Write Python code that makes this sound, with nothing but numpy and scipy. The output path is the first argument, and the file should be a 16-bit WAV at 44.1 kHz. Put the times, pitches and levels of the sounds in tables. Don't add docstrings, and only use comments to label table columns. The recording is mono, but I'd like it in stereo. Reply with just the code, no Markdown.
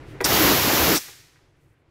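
import sys
import numpy as np
from scipy import signal
from scipy.fft import rfft, irfft, next_fast_len
from scipy.io import wavfile
from scipy.ndimage import uniform_filter1d

SR = 44100
rng = np.random.default_rng(int(sys.argv[2]) if len(sys.argv) > 2 else 0)


def int16_out(signal):
    q = np.round(np.clip(np.atleast_2d(signal).T, -1, 1) * 32767)
    wavfile.write(sys.argv[1], SR, q.astype(np.int16))


def voltage_ratio(level):
    return 10 ** (np.asarray(level, float) / 20)


N = 83790
TIME = np.arange(N) / SR
SIZE = next_fast_len(N)
OPEN_S, SHUT_S = 0.2478, 0.97


def rms_one(x):
    return x / np.sqrt(np.mean(x ** 2) + 1e-20)


def at_hz(points, hz):
    table = np.array(points)
    return np.interp(np.log(hz), np.log(table[:, 0]), table[:, 1])


def over_time(seconds, db):
    return voltage_ratio(np.interp(TIME, seconds, db, left=-120, right=-120))


def drift(rate_hz, channels):
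    hold = 70
    r = np.exp(-2 * np.pi * rate_hz * hold / SR)
    chance = rng.standard_normal((channels, N // hold + 501))
    slow = signal.lfilter([1], [1, -2 * r, r * r], chance)[:, 500:]
    slow = slow / slow.std(axis=1, keepdims=True)
    return uniform_filter1d(np.repeat(slow, hold, axis=1), size=hold)[:, :N]


def bell(x, hz, width_hz, db):
    r, w = np.exp(-np.pi * width_hz / SR), 2 * np.pi * hz / SR
    peak = signal.lfilter([(1 - r * r) / 2, 0, (r * r - 1) / 2], [1, -2 * r * np.cos(w), r * r], x)
    return x + (voltage_ratio(db) - 1) * peak


OCTAVES = 120 * 2 ** np.arange(0, 8.)


def bands(colour, balance, likeness, shape=None):
    f = np.arange(SIZE // 2 + 1) * SR / SIZE + 1
    mid, side = rfft(rng.standard_normal((2, SIZE))) * voltage_ratio(at_hz(colour, f))
    alike = np.clip(at_hz(likeness, f), -.99, .99)
    lean = at_hz(balance, f) / 2
    pair = np.sqrt(1 + alike) * mid + np.sqrt(1 - alike) * side * [[1], [-1]]
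    pair = pair * voltage_ratio([lean, -lean])
    pair = pair * SIZE / np.sqrt(np.sum(np.abs(pair) ** 2))
    if shape is None:
        return irfft(pair, SIZE)[:, :N]
    out = np.zeros((2, N))
    for hz in OCTAVES:
        low, high = hz / 2, hz * 2
        ends = [low < 70, 1, high > 25000]
        share = np.interp(np.log(f), np.log([low, hz, high]), ends)
        out += irfft(pair * share, SIZE)[:, :N] * shape(hz)
    return out


# frequency in Hz, level in dB per Hz.
SHOP_COLOUR = [(30, -7), (140, 1), (205, -18), (311, -5), (608, -16.5), (2260, -22.5), (11000, -46.5),
               (15500, -60)]
# frequency in Hz, left minus right in dB.
AIR_BALANCE = [(60, 2.7), (290, -0.5), (640, 3), (1900, 9.5), (4400, 2.5), (6500, 0.6), (8500, 5.5),
               (15000, 7.5)]
# frequency in Hz, likeness (1 is identical).
AIR_LIKENESS = [(60, 0.99), (240, 0.98), (950, 0.13), (3770, 0.027), (15000, 0.039)]


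def shop():
    sway = lambda hz: voltage_ratio(1.7 * drift(8.5, channels=1))
    return voltage_ratio(-40.5) * bands(SHOP_COLOUR, AIR_BALANCE, AIR_LIKENESS, sway)


# middle in seconds, width in seconds, level in dB.
RUSTLES = [
    (.11, .04, -61.5),
    (1.47, 0.044, -65),
    (1.63, .06, -54),
    (1.72, 0.037, -60),
    (1.8, .03, -64),
]


def sleeve():
    swell = sum(voltage_ratio(db) * np.exp(-((TIME - s) / width) ** 2) for s, width, db in RUSTLES)
    cloth = [(3000, -13), (8000, 1), (13000, -4), (16000, -9.5)]   # Hz, dB per Hz
    return swell * bands(cloth, AIR_BALANCE, AIR_LIKENESS) * voltage_ratio(1.5 * drift(30, channels=1))


# start in seconds, level in dB, strongest frequency in Hz, fall in dB per octave away from it.
KNOCKS = [(.2050, -13.5, 2230, 8.5), (.2075, -13.5, 560, 11.5), (.2105, -19.5, 2540, 1.1),
          (.2135, -20.5, 386, 1.5), (0.222, -29, 428, 0), (1.0794, -14, 10000, 6), (1.082, -15, 3000, 5),
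          (1.087, -24, 1700, 8), (1.088, -27, 350, 5), (1.358, -30, 1600, 12.0), (1.366, -32, 1454, 9),
          (1.369, -30, 3400, 11), (1.376, -38, 1500, 15.5), (1.39, -32, 1100, 8.0)]
# frequency in Hz, level in dB, seconds to fade by 60 dB.
BODY = [(300, -8.5, 0.04), (378.4, -6.5, 0.062), (460, -1.5, 0.076), (650, -13, .03), (810, -7.5, 0.046),
        (1000, -9.5, .03), (1190, -11.5, .03), (1400, -10.5, 0.029), (1575, -7.5, 0.023), (1922, -9, 0.09),
        (2200, -2, 0.005), (2584, -10.5, 0.014), (3400, -13, .006), (4580, -16, .004)]


def lever():
    crack_db, crack_s = -10.5, .03
    tail_db, tail_s = -1.5, 0.17
    at = np.array([int(row[0] * SR) for row in KNOCKS])
    luck_db = rng.normal(0, 1.5, (len(KNOCKS), len(BODY)))

    def strength(hz):
        return np.array([db - fall_db * abs(np.log2(hz / top_hz)) for s, db, top_hz, fall_db in KNOCKS])

    ring = np.zeros((2, N))
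    for k, (hz, level_db, t60) in enumerate(BODY):
        clicks = np.full(N, 1e-18)
        clicks[at] += voltage_ratio(strength(hz) + level_db + luck_db[:, k])
        r, w = voltage_ratio(-60 / (t60 * SR)), 2 * np.pi * hz / SR
        lean = at_hz(AIR_BALANCE, hz) / 2
        tone = signal.lfilter([0, np.sin(w)], [1, -2 * r * np.cos(w), r * r], clicks)
        ring += (-1) ** k * tone * voltage_ratio([[lean], [-lean]])

    lag = TIME[:SR // 3]
    scatter = rms_one(rng.standard_normal((2, len(lag))))
    scatter = scatter * voltage_ratio(tail_db - 27 - 60 * lag / tail_s) * (lag > .002)

    clicks = np.full(N, 1e-18)
    clicks[at] += voltage_ratio(strength(9000) + crack_db)
    crack = signal.lfilter([1], [1, -voltage_ratio(-60 / (crack_s * SR))], clicks)
    crack_colour = [(2000, -16.5), (4500, -2.5), (9000, -6), (15000, -7.5)]   # Hz, dB per Hz
    crack = crack * bands(crack_colour, AIR_BALANCE, AIR_LIKENESS)
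    return ring + crack + signal.fftconvolve(ring, scatter, axes=1)[:, :N]


# time in seconds, level in
# dB.
NOZZLE = [
    (.236, -46),
    (.2422, -31),
    (.2436, -14.5),
    (.256, -8),
    (.27, -17),
    (.9, -19.5),
    (.966, 0.5),
    (.984, -4),
    (1.01, -47),
]
# frequency in Hz, level in dB per Hz.
NOZZLE_COLOUR = [(1500, -25), (4000, -6.5), (5800, 3), (6700, -8.5), (7500, -3), (9500, -5), (14000, -18),
                 (16000, -12)]
# frequency in Hz, left minus right in dB.
JET_BALANCE = [(60, -5), (380, -1.5), (2380, 0.5), (15000, 0)]


def nozzle():
    hiss = bands(NOZZLE_COLOUR, JET_BALANCE, [(100, 0.0031), (9000, 0.0053)])
    return hiss * voltage_ratio(0.59 * drift(36, channels=1)) * over_time(*np.transpose(NOZZLE))


# time in seconds, turbulence in dB, cavity howl in dB.
BLAST = [
    (.243, -29, -26),
    (.26, 0, -12),
    (.33, 5.5, -7),
    (.475, 6.5, -2),
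    (.6, 3.5, -10),
    (.9, 4, -6),
    (0.949, 2.5, 2),
    (0.969, 0, -9),
    (1.0, -26, -44),
]
# frequency in Hz, level in dB per Hz.
BLAST_COLOUR = [(20, -35.5), (60, -3.5), (330, -5), (616, -4.5), (5900, -12.5), (8900, -16.5), (13500, -10),
                (16000, -15)]
# frequency in Hz, width in Hz, change in dB.
PORT_NOTCH = [(8550, 2000, -14), (10080, 2800, -12.5)]
SKEW = [
    [.06],
    [-.04],
]


def blast():
    seconds, db, howl_db = np.transpose(BLAST)
    gust = drift(4.16, channels=2)

    def lumpy(hz):
        depth = np.clip(700 / hz, .3, 1)
        return voltage_ratio(depth * (1.7 * gust + 2.4 * drift(25, channels=2)))

    rush = bands(BLAST_COLOUR, JET_BALANCE, [(100, 0.0008), (9000, 0.003)], lumpy)
    rush = rush - np.array(SKEW) * (rush ** 2 - 1)
    rush = rms_one(bell(rush, *PORT_NOTCH[0]))

    cavity_hz, cavity_width_hz = 311, 120
    howl = rng.standard_normal((2, N))
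    for _ in range(2):
        howl = bell(howl, cavity_hz, cavity_width_hz, 20) - howl
    howl = rms_one(howl) * voltage_ratio(0.87 * drift(2.8, channels=2) + [[-.7], [.7]])
    return rush * over_time(seconds, db) + howl * over_time(seconds, howl_db)


# frequency in Hz, level in dB per Hz.
HALL_COLOUR = [(300, -13), (856, -14), (1930, -3.5), (2840, -4.5), (5800, 0), (9000, -5), (13500, -3),
               (16000, -8.5)]
# frequency in Hz, seconds to fade by 60 dB.
HALL_T60 = [(300, 1), (1500, 1), (7500, 0.73), (15000, .5)]


def hall():
    valve_open = 1. * (TIME > OPEN_S) * (TIME < SHUT_S)

    def fill(hz):
        r = voltage_ratio(-120 / (at_hz(HALL_T60, hz) * SR))
        return np.sqrt(signal.lfilter([1 - r], [1, -r], valve_open))

    return voltage_ratio(-11) * bands(HALL_COLOUR, AIR_BALANCE, AIR_LIKENESS, fill)


def scene():
    return shop() + sleeve() + lever() + nozzle() + blast() + hall()


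def band_limit(x):
    return signal.sosfilt(signal.butter(12, 16790, fs=SR, output="sos"), x)


def record(dry):
    duck_db, duck_s, creep_db_per_s = -18.5, 0.01, -1
    headroom, cutoff_hz = 1.3, 15680
    since_open = np.maximum(TIME - OPEN_S, 0)
    since_shut = np.maximum(TIME - SHUT_S, 0)
    gain_db = duck_db * (1 - np.exp(-since_open / duck_s)) + creep_db_per_s * since_shut
    ports = np.array([dry[0], bell(dry[1], *PORT_NOTCH[1])]) * voltage_ratio(gain_db)
    ports = headroom * np.tanh(ports / headroom)
    low_pass = signal.ellip(16, .5, 90, cutoff_hz, fs=SR, output="sos")
    return band_limit(signal.sosfilt(low_pass, ports))


dry = scene()
out = record(dry)
int16_out(out)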